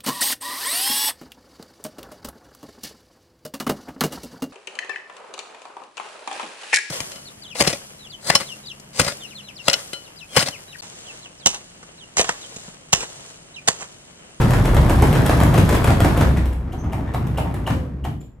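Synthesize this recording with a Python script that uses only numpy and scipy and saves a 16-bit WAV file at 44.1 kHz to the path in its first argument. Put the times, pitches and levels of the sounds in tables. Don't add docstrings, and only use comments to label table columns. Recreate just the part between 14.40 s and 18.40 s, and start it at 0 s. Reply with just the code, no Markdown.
import sys
import numpy as np
from scipy import signal
from scipy.fft import rfft, irfft
from scipy.io import wavfile
from scipy.ndimage import uniform_filter1d

SR = 44100
rng = np.random.default_rng(int(sys.argv[2]) if len(sys.argv) > 2 else 0)


def dump(signal):
    limited = np.clip(np.atleast_2d(signal).T, -1, 1)
    pcm = np.round(limited * 32767).astype(np.int16)
    wavfile.write(sys.argv[1], SR, pcm)


N = 176400
T = np.arange(N) / SR


def amp(db):
    return 10 ** (np.asarray(db) / 20)


def unit(x):
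    return x / np.sqrt(np.mean(x ** 2) + 1e-20)


def read(points, hz):
    f, value = np.transpose(points)
    return np.interp(np.log(hz + 1), np.log(f + 1), value)


def level(table, column=1):
    columns = np.transpose(table)
    return amp(np.interp(T, columns[0], columns[column]))


def add(mix, s, sound):
    part = mix[max(round(s * SR), 0):][:len(sound)]
    part += sound[:len(part)]


def drift(hz):
    lowpass = np.exp(-(np.fft.rfftfreq(N, 1 / SR) / hz) ** 2)
    return unit(irfft(rfft(rng.standard_normal(N)) * lowpass, N))


def colour(x, points, size=4096):
    log_gain = np.log(amp(read(points, abs(np.fft.fftfreq(size, 1 / SR)))))
    taps = np.fft.ifft(np.exp(np.conj(signal.hilbert(log_gain)))).real[:size // 2]
    return signal.oaconvolve(x, taps / np.linalg.norm(taps))[:N]


def ticks(per_s=650, spread_db=3):
    impulses = (rng.random(N) < per_s / SR) * rng.choice([-1, 1], N)
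    return impulses * amp(spread_db * np.minimum(rng.exponential(1, N), 4))


def contacts(hits, rise_s, fall_s, chatter_db, chatter_s, grain):
    t, out = T[:SR // 4], np.zeros(N)
    decay = np.exp(-t / fall_s) + amp(chatter_db) * np.exp(-t / chatter_s)
    shape = (1 - np.exp(-t / rise_s)) ** 2 * decay
    for s, db in hits:
        noise, clumps = rng.standard_normal((2, len(t)))
        burst = shape * noise * np.exp(grain * unit(uniform_filter1d(clumps, size=60)))
        add(out, s, amp(db) * burst * np.sqrt(SR / 100) / np.linalg.norm(burst))
    return out


def ringing(hits, modes, rise_s, detune):
    t, out = T[:SR // 2], np.zeros(N)
    hz, mode_db, t60 = np.transpose(modes)[:, :, None]
    fade = amp(mode_db - 60 * t / t60) * (1 - np.exp(-t / rise_s))
    for s, db in hits:
        offset, sign = rng.standard_normal((2, len(modes), 1))
        partials = np.sign(sign) * fade * np.sin(2 * np.pi * hz * (1 + detune * offset) * t)
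        add(out, s, amp(db) * partials.sum(0))
    return out


# time_s, rumble_db, rattle_db (levels in all tables are relative)
SHAKE = [(0, -16.5, -24), (.9, -16, -22), (1.65, -22, -25), (1.9, -21.5, -25.5), (2.15, -29, -41),
         (2.38, -29, -40), (2.5, -26.5, -37), (3.15, -25, -34), (3.4, -30, -42), (3.78, -35, -57),
         (3.9, -47.5, -62.5)]
# freq_hz, level_db
RUMBLE_SPECTRUM = [(28, -58.5), (60, -20.5), (100, 1.5), (165, -2.5), (195, -21.5), (245, -11),
                   (330, -13.5), (450, -23.5), (15000, -82.5)]
RATTLE_SPECTRUM = [(150, -24), (260, -12), (550, -6), (1000, -9), (1900, -17), (4200, -35), (14000, -47)]
def shaking():
    rumble = amp(-1) * unit(colour(rng.standard_normal(N), RUMBLE_SPECTRUM))
    rattle = amp(-4) * unit(colour(ticks(), RATTLE_SPECTRUM))
    return level(SHAKE, column=1) * rumble + level(SHAKE, column=2) * rattle


# time_s, level_db
TUB_SWAY = [(0, -20), (.36, -9.5), (.9, -21.5), (1.35, -19), (1.6, -20), (2.05, -25), (4, -44)]
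CABINET_BOOM = [(0, -17), (1.3, -16), (1.5, -18), (2.13, -17.5), (2.6, -28), (3.05, -19), (3.25, -26),
                (3.7, -30.5), (4, -48)]
def drone(curve, hz, wander_hz, flutter_db, gain_db):
    cycles = np.cumsum(hz + wander_hz * drift(8)) / SR
    return level(curve) * amp(gain_db + flutter_db * drift(14)) * np.sin(2 * np.pi * cycles)


# freq_hz, level_db
JINGLE_SPECTRUM = [(1500, -10), (3300, 18), (7000, 8), (11000, 11.5), (15000, 3)]
def jingling(flare_s=0.07):
    force = level(SHAKE, column=2)
    energy = (amp(4) * (force / force.max()) ** 2) ** 2
    for s, db, _ in BANGS:
        add(energy, s, (amp(db) * np.exp(-T / flare_s)) ** 2)
    return amp(-44.5) * np.sqrt(energy) * unit(colour(ticks(), JINGLE_SPECTRUM))


# start_s, bang_db, thud_db
BANGS = [(0.013, 0, 0), (.134, 1.5, -5.5), (.365, 1, -11), (0.502, -1, -1.5), (.624, 2, -7),
         (0.75, 1.5, -2), (0.893, 4.5, -5), (1.011, 0.5, -3), (1.142, 0, 0.5), (1.175, 4, -1),
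         (1.29, 2, -16), (1.325, 1, -4), (1.347, -0.5, -9), (1.473, 3, 0.5), (1.502, 1.5, -8.5),
         (1.604, -1, 0), (1.644, 5, -3.5), (1.775, -6, -3), (1.807, 2.5, -4.5), (1.969, -5.5, -9.5),
         (2.44, -21.5, -8.5), (3.301, -6, -5.5)]
# start_s, level_db
CLACKS = [(.106, 2.5), (.251, 2), (.345, 1), (.493, 3.5), (.62, 4), (.727, 1.5), (.859, 6), (.998, 2),
          (1.032, 3.5), (1.139, 1), (1.178, 0), (1.289, 2), (1.325, -5), (1.348, 2), (1.441, 5.5),
          (1.603, 4), (1.773, 0.5), (1.81, -4), (2.056, -8.5), (2.127, -13.5), (2.868, -11), (3.14, -9.5),
          (3.81, -23)]
# freq_hz, level_db
BANG_SPECTRUM = [(130, 0.5), (700, -0.5), (1200, -9), (1800, -9.5), (2800, -18), (4700, -25.5),
                 (11000, -29.5), (15000, -35)]
CLACK_SPECTRUM = [(100, 14.5), (600, 18.5), (1900, 6.5), (3200, 3.5), (5000, -6.5), (8000, -3.5),
                  (11000, -1.5), (15000, -6.5)]
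def fast_blows():
    clacks = contacts(CLACKS, rise_s=.0012, fall_s=.004, chatter_db=-24, chatter_s=.04, grain=.5)
    bangs = contacts([(s, db) for s, db, _ in BANGS],
                     rise_s=.0009, fall_s=.01, chatter_db=-19, chatter_s=.039, grain=.26)
    return amp(-23) * colour(clacks, CLACK_SPECTRUM) + amp(-16.5) * colour(bangs, BANG_SPECTRUM)


# pitch_hz, level_db, t60_s
CABINET_MODES = [(88.75, 4, 0.39), (117.6, 4.5, 0.21), (148.14, -4.5, 0.69), (166.4, -8, 0.14),
                 (206.9, -9, 0.38), (245.9, -8, 0.52), (307.3, -5.5, 0.22)]
def thuds(bang_lag_s=.00633, knock_lag_s=.031):
    hits = [(s + bang_lag_s, db) for s, _, db in BANGS]
    hits += [(s + knock_lag_s, db) for s, *_, db in KNOCKS]
    return amp(-15.5) * ringing(hits, CABINET_MODES, rise_s=.0033, detune=.024)


# start_s, clack_db, tub_ring_db, panel_db, thud_db
KNOCKS = [(2.32, -14.5, -20, -17, -15), (2.521, -10, -18, -10, -13), (2.735, -6, -29, -7, -9),
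          (2.972, -2, -5.5, -6.5, -8), (3.264, -3.5, -1, -4, -6), (3.639, -9.5, -12, -10, -10)]
# freq_hz, level_db
PANEL_SPECTRUM = [(250, -9), (700, -3.5), (1100, -3.5), (2100, -8.5), (3200, -14.5), (4700, -24.5),
                  (14000, -30)]
PANEL_LAG_S = .0094
PANEL_HITS = [(s + PANEL_LAG_S, db) for s, _, _, db, _ in KNOCKS]
def slow_knocks():
    clacks = contacts([(s, db) for s, db, *_ in KNOCKS],
                      rise_s=.0054, fall_s=.011, chatter_db=-48, chatter_s=.016, grain=.16)
    panel = contacts(PANEL_HITS, rise_s=.0012, fall_s=.004, chatter_db=-27, chatter_s=.02, grain=.45)
    return amp(-23) * colour(clacks, CLACK_SPECTRUM) + amp(-22) * colour(panel, PANEL_SPECTRUM)


# pitch_hz, level_db, t60_s
TUB_MODES = [(2870, 0, .025), (3090, -4, .02)]
PANEL_MODES = [(670, -1, .09), (775, 1, .12), (900, 1, .11), (1090, -6, .08), (1880, -10, .06),
               (2330, -13, .06)]
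# start_s, level_db
TAPS = [(2.46, -16), (2.578, -14), (3.055, -9.5)]
def tub_and_panel_rings():
    tub = ringing([(s, db) for s, _, db, _, _ in KNOCKS], TUB_MODES, rise_s=.003, detune=.008)
    panel = ringing(PANEL_HITS + TAPS, PANEL_MODES, rise_s=.0018, detune=.025)
    return amp(-13) * tub + amp(-17.5) * panel


# start_s, length_s, pitch_hz, waver_ratio, level_db
SQUEAKS = [(2.375, .05, 6150, .04, -48), (2.425, .05, 1150, .16, -37.5), (2.665, .035, 1780, .06, -38.5),
           (3.802, .022, 7240, .012, -48)]
def squeaks(octave_db=-14):
    out, waver = np.zeros(N), drift(500)
    for s, length, hz, uneven, db in SQUEAKS:
        phase = 2 * np.pi * np.cumsum(hz * (1 + uneven * waver)) / SR
        swell = np.sin(np.pi * np.clip((T - s) / length, 0, 1))
        out += amp(db) * swell * (np.sin(phase) + amp(octave_db) * np.sin(2 * phase))
    return out


# time_s, pitch_hz, level_db
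WHINE = [(3.25, 570, -39), (3.401, 520, -36.5), (3.7, 415, -65)]
def motor():
    s, hz, _ = np.transpose(WHINE)
    phase = 2 * np.pi * np.cumsum(np.interp(T, s, hz)) / SR
    return level(WHINE, column=2) * (T > s[0]) * (T < s[-1]) * np.sin(phase)


# freq_hz, t60_s
ROOM_DECAY = [(60, 0.38), (1000, 0.35), (11000, 0.37)]
def room(x, size=512, low_cut_hz=70.7):
    frames = dict(nperseg=size, noverlap=size * 3 // 4)
    hz, t, bands = signal.stft(x, SR, **frames)
    power = abs(bands) ** 2
    keep, stored = amp(-120 * t[1] / read(ROOM_DECAY, hz)), np.zeros_like(power)
    stored[:, :3] = power[:, :40].mean(1, keepdims=True)
    for k in range(3, len(t)):
        stored[:, k] = keep * stored[:, k - 1] + (1 - keep) * power[:, k - 3]
    real, imag = rng.standard_normal((2, 2) + bands.shape)
    tails = signal.istft(np.sqrt(2 * abs(stored)) * (real + 1j * imag), SR, **frames)[1][:, :N]
    return signal.sosfilt(signal.butter(4, low_cut_hz, "high", fs=SR, output="sos"), tails)


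# freq_hz, coherence_ratio
MIC_COHERENCE = [(60, .98), (150, .94), (500, .72), (1000, .36), (4000, .15), (9000, .93)]
# freq_hz, left_minus_right_db
MIC_BALANCE = [(200, .4), (550, -.9), (2200, 2.4), (8000, 0)]
# freq_hz, left_lead_cycles
MIC_LEAD = [(500, 0), (8500, .12), (9550, .5), (12600, 1.5), (15600, 2.5)]
def microphones(middle, diffuse):
    hz = np.fft.rfftfreq(2 * N, 1 / SR)
    coherence = np.clip(read(MIC_COHERENCE, hz), 0, 1)
    mid = rfft(middle, 2 * N) * np.sqrt((1 + coherence) / 2)
    side = rfft(diffuse, 2 * N) * np.sqrt((1 - coherence) / 2)
    lean = amp(read(MIC_BALANCE, hz) / 2) * np.exp(1j * np.pi * read(MIC_LEAD, hz))
    return irfft(np.array([(mid + side) * lean, (mid - side) / lean]))[:, :N]


def scene():
    clatter = fast_blows() + slow_knocks() + jingling() + squeaks()
    body = thuds() + shaking() + tub_and_panel_rings() + motor()
    sway = drone(TUB_SWAY, hz=39.8, wander_hz=1.7, flutter_db=.5, gain_db=-5)
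    boom = drone(CABINET_BOOM, hz=65.3, wander_hz=3.5, flutter_db=4, gain_db=-2)
    direct = amp(-.5) * (clatter + body) + sway + boom
    wet, diffuse = room(clatter + amp(-1.5) * body)
    return microphones(direct + amp(-2) * wet, amp(1.5) * diffuse)


def record(dry, ceiling=.9, cutoff_hz=15800):
    limited = dry / (1 + abs(dry / ceiling) ** 6) ** (1 / 6)
    lowpass = signal.firwin(301, cutoff_hz, window=("kaiser", 8), fs=SR)
    return signal.oaconvolve(limited, lowpass[None], "same")


dry = scene()
out = record(dry)
dump(out)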